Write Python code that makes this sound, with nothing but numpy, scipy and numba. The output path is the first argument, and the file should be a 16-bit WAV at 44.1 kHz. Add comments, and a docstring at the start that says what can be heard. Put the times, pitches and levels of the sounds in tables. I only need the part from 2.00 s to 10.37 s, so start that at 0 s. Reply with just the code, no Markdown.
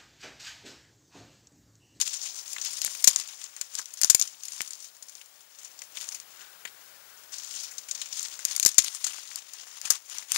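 """Thin dry sticks are snapped and gathered by hand in a still, snowy wood, a few metres from a camera.
Breaks are bursts of tiny fibre cracks that ring, knock and splinter; twigs scrape and tick in the bundle.
Trunks and ground scatter the sticks back over a faint wash of air, amplifier hiss and a high whine.
The one microphone peaks near 7 kHz and feeds the left track only; it overloads, and its gain control ducks."""
import sys
import numpy as np
from scipy import signal
from scipy.fft import rfft, irfft
from scipy.io import wavfile
from scipy.ndimage import uniform_filter1d
from numba import njit

SR = 44100
rng = np.random.default_rng(int(sys.argv[2]) if len(sys.argv) > 2 else 0)


def log_audio(samples):
    """Write samples as a 16-bit WAV file to the path given in sys.argv[1]."""
    # one column per channel
    frames = np.atleast_2d(samples).T
    # limit to full scale, then quantise
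    limited = np.clip(frames, -1, 1)
    pcm = np.round(limited * 32767).astype(np.int16)
    wavfile.write(sys.argv[1], SR, pcm)


N = 369237  # samples

# All levels are ahead of the input gain; all but the hiss and whine are also ahead of the microphone. # How
# hard the hands work the bundle: # (time [s], rustle level [dB], thick sticks over twigs [dB], fine twigs over
# twigs [dB])
HANDLING = [(0, -33.5, -7, -3), (.05, -39.5, -16, -13), (.29, -40, -16, -20), (.33, -43.5, -16, -11),
            (.39, -40.5, -13, -9), (.45, -49, -9.5, -9), (.52, -41.5, -14, -6), (.57, -52, -8, -13),
            (.65, -38, -10.5, -11), (.86, -41, -11.5, -6), (1.03, -43.5, -11, -3.5), (1.3, -42.5, -4, -10),
            (1.37, -48, -3.5, -9), (1.44, -43, -8, -8), (1.52, -50.5, -4, -10), (1.69, -46, -5, -5),
            (1.79, -38, -8, -8), (1.84, -55.5, -3.5, -7), (2.0, -43.5, -7.5, -5), (2.4, -50.5, -10, -10),
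            (2.45, -43, -11, -6), (2.62, -41, -6, -7), (2.71, -52, -6.5, -3), (2.86, -42.5, -15, -7.5),
            (2.92, -57.5, -13, -6), (3.2, -55.5, -4, -3), (3.26, -61.5, -5, -4), (3.55, -56.5, -3, -7),
            (3.64, -47.5, -8.5, -10), (3.71, -63, 1, -4), (3.8, -55, -11, -13), (3.93, -62, -2, -8),
            (3.97, -49, -3.5, -6), (4.15, -47, -11, -8), (4.22, -64, -1.5, -11), (4.42, -54.5, 2.5, -16),
            (4.5, -63.5, 0, -5), (5.3, -64, -3, -8), (5.33, -44, -10, -13), (5.51, -42, -13.5, -12),
            (5.61, -37.5, -15.5, -12), (5.68, -51.5, -6, -11), (5.88, -52, -9, -14), (6.0, -44, -7.5, -26),
            (6.11, -51, -10, -20), (6.14, -40, -11.5, -9.5), (6.43, -50.5, -5, -10), (6.52, -33, -7, -7),
            (6.61, -45, -8, -6), (6.69, -39.5, -9, -3.5), (6.77, -45.5, -8.5, -14),
            (6.83, -37.5, -8.5, -5.5), (7.0, -44, -5.5, -2.5), (7.07, -38.5, -4, -5.5),
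            (7.37, -45, -2.5, -8), (7.44, -49.5, -2.5, -8), (7.59, -45.5, -3, -9.5),
            (7.84, -45.5, -0.5, -5), (7.93, -38, -0.5, -3.5), (8.0, -54, -5.5, -9), (8.15, -38, -1.5, -5),
            (8.26, -50, -1, -5), (8.37, -24, -7, -5)]
# Short rings of the twigs in the bundle:
# (centre [Hz], width of the first of two filters [Hz], level [dB], kind [0 thick stick, 1 twig, 2 fine twig])
TWIG_RINGS = [(1210, 940, -8, 0), (1976, 1100, -9, 0), (2840, 1260, -5.5, 0), (3460, 1900, -9.5, 1),
              (5030, 1300, -11, 1), (5910, 1040, -8.5, 1), (6600, 910, -11.5, 1), (7910, 1470, -11, 1),
              (9150, 1650, -6, 2), (10400, 3100, -2.5, 2), (14800, 3800, -6, 2)]
# Breaks and clear ticks:
# (time [s], crack level [dB], crack T60 [s], knock [Hz], knock over crack [dB], treble over crack [dB])
BREAKS = [(0.012, -20, 0.032, 3330, -13, -19), (.0649, -30.5, 0.02, 2920, -1, -20),
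          (.0753, -27.5, 0.022, 3100, -8, -20), (.1347, -38, .014, 2510, -30, -15),
          (0.254, -35.5, 0.12, 2840, -6, -19), (.4789, -36, 0.021, 2820, -21, -10),
          (0.5307, -30.5, 0.022, 1260, -19, 1), (.5632, -42.5, 0.029, 1960, 11.5, -17),
          (0.5833, -37.5, 0.018, 2470, 5.5, -12), (.6137, -28.5, 0.029, 2200, -19, -13),
          (0.646, -32.5, 0.042, 2930, -11, 2), (0.7317, -31.5, 0.021, 2560, -22, -17),
          (0.8166, -24.5, 0.021, 2720, -20, -4), (0.8476, -31, 0.012, 2870, 0, 12.5),
          (0.86, -27, 0.036, 2610, -14, -17), (.878, -39.5, 0.014, 1960, 5, -9),
          (0.95, -34.5, 0.012, 2820, 2, 8), (1.0242, -37, .01, 2180, -18, 9),
          (1.0416, -16, 0.034, 2220, -13, 2), (1.0725, -10.5, 0.05, 2280, -17, 5.5),
          (1.077, -5.5, .018, 3020, -14, -14), (1.1103, -26.5, .015, 1170, -6, -7),
          (1.1604, -11, 0.011, 1880, -11.5, -26), (1.189, -27, 0.015, 1670, -7, -13),
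          (1.199, -18, 0.0067, 2040, -13, -10), (1.2155, -38, .012, 2350, 6, -8),
          (1.287, -31.5, 0.015, 3050, -2, -10), (1.4143, -36, 0.038, 3100, -2, -8),
          (1.4403, -23.5, .01, 1740, -16, -33), (1.5644, -28.5, 0.015, 2150, -8, -21),
          (1.612, -18.5, 0.021, 2530, -8, -9), (1.752, -18, 0.013, 2090, -18, -10),
          (1.787, -23.5, .018, 2240, -30, -15), (1.7923, -31, 0.026, 1470, 3.5, -9),
          (1.8154, -36, .022, 1780, -20, -8), (1.857, -29.5, 0.011, 2290, -26, -7),
          (1.9366, -38.5, 0.036, 3160, -9, 8), (1.973, -35, .015, 2120, -12, -3),
          (2.0144, -17.5, 0.016, 2800, -7, 7.5), (2.0206, -17.5, 0.0093, 2540, -19, 2),
          (2.0339, -7, .008, 2230, -20, -27), (2.0453, -10.5, 0.012, 1960, -15, -0.5),
          (2.0984, -7.5, 0.04, 1920, -21, 2.5), (2.147, -6, 0.019, 2480, -12, 4),
          (2.1959, -21, .03, 2380, -13, 6), (2.214, -11, 0.009, 2780, -32, -35),
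          (2.223, -13, 0.014, 3000, -35, -17), (2.274, -28.5, .029, 3010, -30, -7),
          (2.4346, -30, 0.017, 2890, -23, -1), (2.4532, -33, 0.016, 3060, -23, 6),
          (2.4826, -29, 0.018, 2860, -13, -15), (2.5203, -28, 0.014, 2560, -26, -11),
          (2.534, -28.5, 0.0059, 2330, -8, -8), (2.6066, -22, 0.0088, 2380, 2, -14),
          (2.6157, -30, .022, 3070, -20, 13), (2.675, -34.5, 0.035, 1330, -12, 2),
          (2.707, -29.5, 0.017, 2280, -17, -22), (2.733, -27, .016, 2190, -23, -19),
          (2.803, -35, 0.015, 2330, -17, -18), (2.8437, -34.5, .02, 2840, -20, -14),
          (2.967, -44, .015, 1590, -4, -3), (3.0246, -33, 0.03, 2210, -18, -22),
          (3.084, -37, 0.029, 2410, -21, -9), (3.0937, -40, 0.038, 2410, -12, 1),
          (3.1527, -33, 0.0071, 1760, -23, -9), (3.213, -42, 0.027, 2610, 6, -14),
          (3.258, -47, .03, 2580, -18, 3), (3.5872, -40.5, 0.037, 1460, -12, -16),
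          (3.646, -39, 0.045, 2120, -26, -13), (3.79, -39.5, .027, 2420, -25, -11),
          (3.8185, -31.5, 0.015, 2100, -0.5, -16), (3.8375, -48, .018, 3020, -6, 8),
          (3.953, -42, 0.027, 1340, -12, -8), (3.971, -36.5, 0.03, 2840, 5.5, -6),
          (4.0118, -33.5, .013, 2720, -7, -11), (4.0883, -31, 0.017, 3040, -13, -18),
          (4.1187, -46, 0.013, 2350, 3.5, -11), (4.1448, -40.5, 0.048, 2500, -6, 5),
          (4.2, -35.5, 0.015, 2400, -10, -16), (4.6522, -37.5, 0.025, 1900, 11.5, -2),
          (4.6728, -49.5, 0.041, 2460, 10, -8), (5.383, -38, 0.023, 2730, -27, -4),
          (5.5388, -37, .03, 3180, 0.5, -25), (5.6, -40, .033, 3200, -26, -15),
          (5.7112, -43, .06, 2070, -2.5, 1), (5.7809, -30.5, 0.04, 2130, -20, -17),
          (5.8843, -38, 0.062, 2820, -7, -21), (5.9107, -25, 0.033, 3260, -35, -23),
          (5.948, -32.5, 0.038, 2180, -34, -24), (6.0147, -32, 0.047, 3300, -3, -19),
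          (6.0583, -38.5, 0.039, 2920, -4, -20), (6.1271, -32.5, 0.0099, 3080, -1, -22),
          (6.195, -30, .0061, 2730, -11, -21), (6.228, -30.5, 0.025, 1730, -26, -1),
          (6.2843, -35, .0054, 1380, -20, -9), (6.391, -35.5, 0.026, 1590, -0.5, -13),
          (6.4511, -23, 0.013, 2500, -13, 8.5), (6.5097, -29, 0.05, 2880, -7, -13),
          (6.5533, -28, 0.011, 2020, -24, -20), (6.5628, -19, 0.017, 2250, -14, 7),
          (6.578, -30, .023, 2700, -26, -12), (6.5978, -16.5, 0.014, 2980, -17, 5),
          (6.628, -14.5, 0.03, 2650, -12, -8), (6.65, -14, 0.0085, 1670, -12, 8),
          (6.6602, -9, 0.033, 2400, -10, 6.5), (6.6786, -25, .028, 2800, -12, 2),
          (6.6897, -25, 0.0097, 1720, -11, 8), (6.7148, -32.5, 0.043, 1990, -8, -5),
          (6.744, -30, 0.012, 1480, -11, -3), (6.7815, 0, 0.029, 2270, -14, -4),
          (6.7895, -16.5, 0.016, 3450, 1, -7), (6.8452, -21, 0.0068, 2180, -4, 5.5),
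          (6.948, -19, 0.0079, 1420, -12.5, -30), (7.042, -16, 0.032, 2470, -16, -11),
          (7.0668, -19.5, 0.018, 1380, -11, -7), (7.1327, -34, .029, 2670, -1, -14),
          (7.358, -28.5, 0.013, 2190, -10, 9), (7.534, -35.5, .024, 2400, -15, 7),
          (7.815, -26.5, 0.0095, 2000, -18, -5), (7.853, -24, 0.033, 2920, -3.5, -14),
          (7.903, -11, 0.034, 1600, -9.5, 4.5), (7.921, -24, 0.019, 1850, -8, -1),
          (7.9544, -28, 0.014, 2500, -13, -11), (8.098, -29.5, .01, 2630, -19, -1),
          (8.1836, -26, 0.017, 2230, -13, -13), (8.3187, -17, 0.011, 2760, -4, 8),
          (8.3455, -25, 0.015, 1640, -16, -8), (8.361, -21, 0.007, 2640, 5, -18)]
# Spectrum of the still air in the wood: (frequency [Hz], relative density [dB per Hz])
AIR_SPECTRUM = [(40, -14), (250, -14), (550, 4.5), (1000, 3.5), (2500, 0), (7000, -14), (12000, -12)]
# Spectrum of the amplifier hiss: (frequency [Hz], relative density [dB per Hz])
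HISS_SPECTRUM = [(40, -16), (400, -4.5), (3000, 2), (12000, 0.5), (15000, 3), (15700, -3), (15900, -43)]
# Whine of the camera's scan circuits: (mean frequency [Hz], level [dB rms])
WHINE_TONES = [(15407, -79), (15466, -80), (15525, -82), (15585, -68), (15644, -67.5), (15703, -71)]
# A faint airy band drifting in and out: (time [s], level [dB])
BREEZE_LEVEL = [(4.2, -80), (4.4, -61.5), (5.9, -65.5), (6.3, -86)]
# Response of the microphone in its housing: (frequency [Hz], gain [dB])
MIC_RESPONSE = [(40, 2), (200, 4.5), (500, -4), (3000, -2), (4500, 3), (6200, 3), (7100, 6), (7600, 4.5),
                (7900, -5), (8300, 2), (11000, -3.5), (15600, -5.5), (16100, -30.5)]

AIR_DB, HISS_DB = -59, -58.5
CRACK_HZ, CRACK_SPREAD_HZ = 6553, 378
SPLINTERS_T60_S, SPLINTERS_DB = 0.045, -18
SHAKE_DB, SHAKE_T60_S = -23.5, 0.15  # rustle set off by a break, relative to its crack
TICKS_PER_S, TICK_DB, TICK_SCATTER_DB = 26, 1.5, 3  # mean rate, level over the rustle, spread
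TICK_T60_S, TICK_KNOCK_HZ = 0.015, 2340  # medians
TICK_KNOCK_DB, TICK_TOP_DB = -12, -12  # means, over the crack
SCATTER_T60_S, SCATTER_DB = 0.099, -17
BREEZE_HZ, BREEZE_WIDTH_HZ = 1490, 330  # width of the first of two filters
INPUT_DB, OVERLOAD = 6.5, 0.75  # input gain, level that triggers the ducking [full scale 1]
DUCK_DB, HOLD_S, ATTACK_S, RECOVER_S = -5, 1.36, 0.04, 0.18
TOP_HZ = 16376


def undb(db):
    """Decibels to amplitude."""
    return 10 ** (np.asarray(db) / 20)


def unit(x):
    """Scale to an rms of 1."""
    return x / np.sqrt(np.mean(x ** 2))


def band(x, hz, width_hz):
    """One resonance, gain 1 at the centre."""
    return signal.lfilter(*signal.iirpeak(hz, hz / width_hz, fs=SR), x)


def colour(x, shape, size=2048):
    """Causal filter through (Hz, dB) points, built from the folded cepstrum of the log gain."""
    hz, db = np.transpose(shape)
    grid = np.maximum(np.arange(size // 2 + 1) * SR / size, 1)
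    gain_db = np.interp(np.log(grid), np.log(hz), db)
    cepstrum = irfft(np.log(undb(gain_db)))
    cepstrum[1:size // 2] *= 2
    cepstrum[size // 2 + 1:] = 0
    response = irfft(np.exp(rfft(cepstrum)))
    return signal.fftconvolve(x, response)[:len(x)]


def walk(rate):
    """Random levels drawn `rate` times a second and slewed from one to the next; rms 1."""
    step = int(SR / rate)
    held = np.repeat(rng.standard_normal(N // step + 1), step)
    return unit(uniform_filter1d(held, step)[:N])


def fibres(shape, rate, scatter_db):
    """Tiny cracks at random moments, `rate` a second, a few far stronger than the rest."""
    when = rng.random(shape) < rate / SR
    strength = undb(scatter_db * rng.exponential(size=shape))
    return when * rng.standard_normal(shape) * strength


def handling():
    """Rustle level and the shares of thick sticks and fine twigs, dB at every sample."""
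    s, *controls = np.transpose(HANDLING)
    return [np.interp(np.arange(N) / SR, s, control) for control in controls]


def shake():
    """Every break kicks the bundle into rustling, and it settles again exponentially."""
    breaks = np.array(BREAKS)
    kicks = np.zeros(N)
    np.add.at(kicks, (breaks[:, 0] * SR).astype(int), undb(breaks[:, 1] + SHAKE_DB))
    return signal.lfilter([1], [1, -np.exp(-np.log(1000) / (SHAKE_T60_S * SR))], kicks)


def rustle():
    """Bark scrapes on bark in quick uneven slips; every twig rings briefly and slips partly on its own."""
    level, thick, fine = undb(handling())
    level = level + shake()
    # a slip starts at once and decays with a time constant of 8.4 ms
    slip_starts = np.abs(fibres(N, rate=130, scatter_db=1.0))
    slips = signal.lfilter([1], [1, -np.exp(-1 / (0.0084 * SR))], slip_starts)
    unevenness = undb(1.4 * walk(60) + 1.35 * walk(250))
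    jolts = unit((1.74 + unit(slips)) * unevenness)
    together = unit(fibres(N, rate=2100, scatter_db=0.5))
    rings = 0
    for hz, width_hz, ring_db, kind in TWIG_RINGS:
        alone = unit(fibres(N, rate=4000, scatter_db=2.0) * undb(2.56 * walk(110)))
        scrape = alone + 0.47 * together
        ring = unit(band(band(scrape, hz, width_hz), hz, 2.5 * width_hz))
        share = (thick, 1, fine)[int(round(kind))]
        rings = rings + undb(ring_db) * share * ring
    return level * jolts * rings


def air():
    """Faint steady wash of the wood: coloured noise with a slight, slow drift in level."""
    wash = unit(colour(rng.standard_normal(N), AIR_SPECTRUM))
    return undb(AIR_DB + 0.12 * walk(2.38)) * wash


def electronics():
    """Amplifier hiss and a cluster of thin, slightly wavering sines just under 16 kHz."""
    whine = np.zeros(N)
    for hz, db in WHINE_TONES:
        turns = np.cumsum(hz + 6.7 * walk(25)) / SR + rng.random()
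        whine += np.sqrt(2) * undb(db) * np.sin(2 * np.pi * turns)
    hiss = unit(colour(rng.standard_normal(N), HISS_SPECTRUM))
    return undb(HISS_DB) * hiss + whine


def wood(x, crack_hz, knock_hz):
    """Three ways in which dry wood answers a crack: brittle ring, hollow knock, splintering top."""
    brittle = unit(band(x, crack_hz, 850))
    broad = unit(band(band(x, 5300, 7300), 5300, 7300))
    hollow = unit(band(band(x, knock_hz, 0.36 * knock_hz), knock_hz, 2.1 * knock_hz))
    body = unit(band(band(x, 1840, 3900), 1670, 5200))
    top = band(band(x, 9800, 10400), 9800, 10400)
    return unit(brittle + 0.89 * broad), unit(hollow + 0.35 * body), unit(top)


def snaps(rows, size=3072):
    """Each break is a burst of parting fibres that dies out fast; loose splinters keep ticking after it."""
    out, t = np.zeros(N + size), np.arange(size) / SR
    cracks_hz = CRACK_HZ + CRACK_SPREAD_HZ * rng.standard_normal(len(rows))
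    bursts = fibres((len(rows), size), rate=16000, scatter_db=1.0)
    bursts *= 1 + np.exp(-t / 0.00038)  # the first fibres to give are the most strained
    loose = fibres((len(rows), size), rate=2700, scatter_db=4.0)
    splinter_fall = np.exp(-np.log(1000) * t / SPLINTERS_T60_S)
    for burst, bits, crack_hz, row in zip(bursts, loose, cracks_hz, rows):
        s, db, t60, knock_hz, knock_db, top_db = row
        crack, knock, top = wood(burst, crack_hz, knock_hz)
        # the knock lingers longer than the crack, the treble goes sooner
        fall = np.log(1000) * t / max(t60, 0.004)
        sound = crack * np.exp(-fall)
        sound += undb(knock_db) * knock * np.exp(-0.8 * fall)
        sound += undb(top_db) * top * np.exp(-1.2 * fall)
        splinters = unit(band(bits, crack_hz, 3200)) * splinter_fall
        # a slow tear also starts more softly than a clean break
        start = np.minimum(t / (0.046 * t60), 1)
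        i = int(s * SR)
        out[i:i + size] += undb(db) * start * (sound + undb(SPLINTERS_DB) * splinters)
    return out[:N]


def small_ticks():
    """Twigs tick at random moments, around the handling level; rows like those of the breaks."""
    s = np.sort(rng.random(300)) * (N - 1) / SR
    keep = rng.random(len(s)) < TICKS_PER_S * N / SR / len(s)
    vary = rng.standard_normal((len(s), 5))
    rustle_db = handling()[0][(s * SR).astype(int)]
    rows = [s,
            rustle_db + TICK_DB + TICK_SCATTER_DB * vary[:, 0],
            TICK_T60_S * np.exp(0.6 * vary[:, 1]),
            TICK_KNOCK_HZ * np.exp(0.34 * vary[:, 2]),
            TICK_KNOCK_DB + 3.1 * vary[:, 3],
            TICK_TOP_DB + 4.0 * vary[:, 4]]
    return np.transpose(rows)[keep]


def scatter(x):
    """Ground and trunks send back a short diffuse tail: decaying noise with a soft 3.9 ms onset."""
    t = np.arange(SR // 4) / SR
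    fall = np.exp(-np.log(1000) * t / SCATTER_T60_S)
    tail = rng.standard_normal(len(t)) * fall * np.minimum(t / 0.0039, 1)
    tail /= np.sqrt(np.sum(tail ** 2))
    return undb(SCATTER_DB) * signal.fftconvolve(x, tail)[:N]


def breeze():
    """A narrow wash of air, barely above the floor: band-passed noise with a restless level."""
    s, db = np.transpose(BREEZE_LEVEL)
    narrow = band(rng.standard_normal(N), BREEZE_HZ, BREEZE_WIDTH_HZ)
    wash = unit(band(narrow, BREEZE_HZ, 2 * BREEZE_WIDTH_HZ))
    level_db = np.interp(np.arange(N) / SR, s, db) + 0.78 * walk(13)
    return undb(level_db) * wash


def scene():
    """Sticks, their scatter and the air at the microphone; the second channel is silent."""
    sticks = rustle() + snaps(BREAKS) + snaps(small_ticks(), size=2048)
    return np.array([sticks + scatter(sticks) + air() + breeze(), np.zeros(N)])


@njit
def duck(x, overload, hold, attack, recover):
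    """Share 0-1 of the gain cut: rises after an overload, is held, then lets go; times in samples."""
    cut, share, timer = np.empty(len(x)), 0., 0.
    for i in range(len(x)):
        timer = hold if abs(x[i]) > overload else timer - 1
        share += (1 - share) / attack if timer > 0 else -share / recover
        cut[i] = share
    return cut


def record(dry):
    """Housing colour, hiss, gain control, a lopsided overload that thumps, and the top cut; right is blank."""
    x = undb(INPUT_DB) * (colour(dry[0], MIC_RESPONSE) + electronics())
    cut = duck(x, 1. * OVERLOAD, HOLD_S * SR, ATTACK_S * SR, RECOVER_S * SR)
    x = x * undb(DUCK_DB * cut)
    x = np.clip(x, -0.86, 0.86)
    # the squared signal makes the overload lopsided; its part above 150 Hz is the thump
    thump = signal.lfilter(*signal.butter(2, 150, "high", fs=SR), x ** 2)
    x = x + 0.059 * thump
    x = signal.sosfilt(signal.ellip(10, 0.2, 80, TOP_HZ, fs=SR, output="sos"), x)
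    return np.array([x, np.zeros(N)])


dry = scene()
out = record(dry)
log_audio(out)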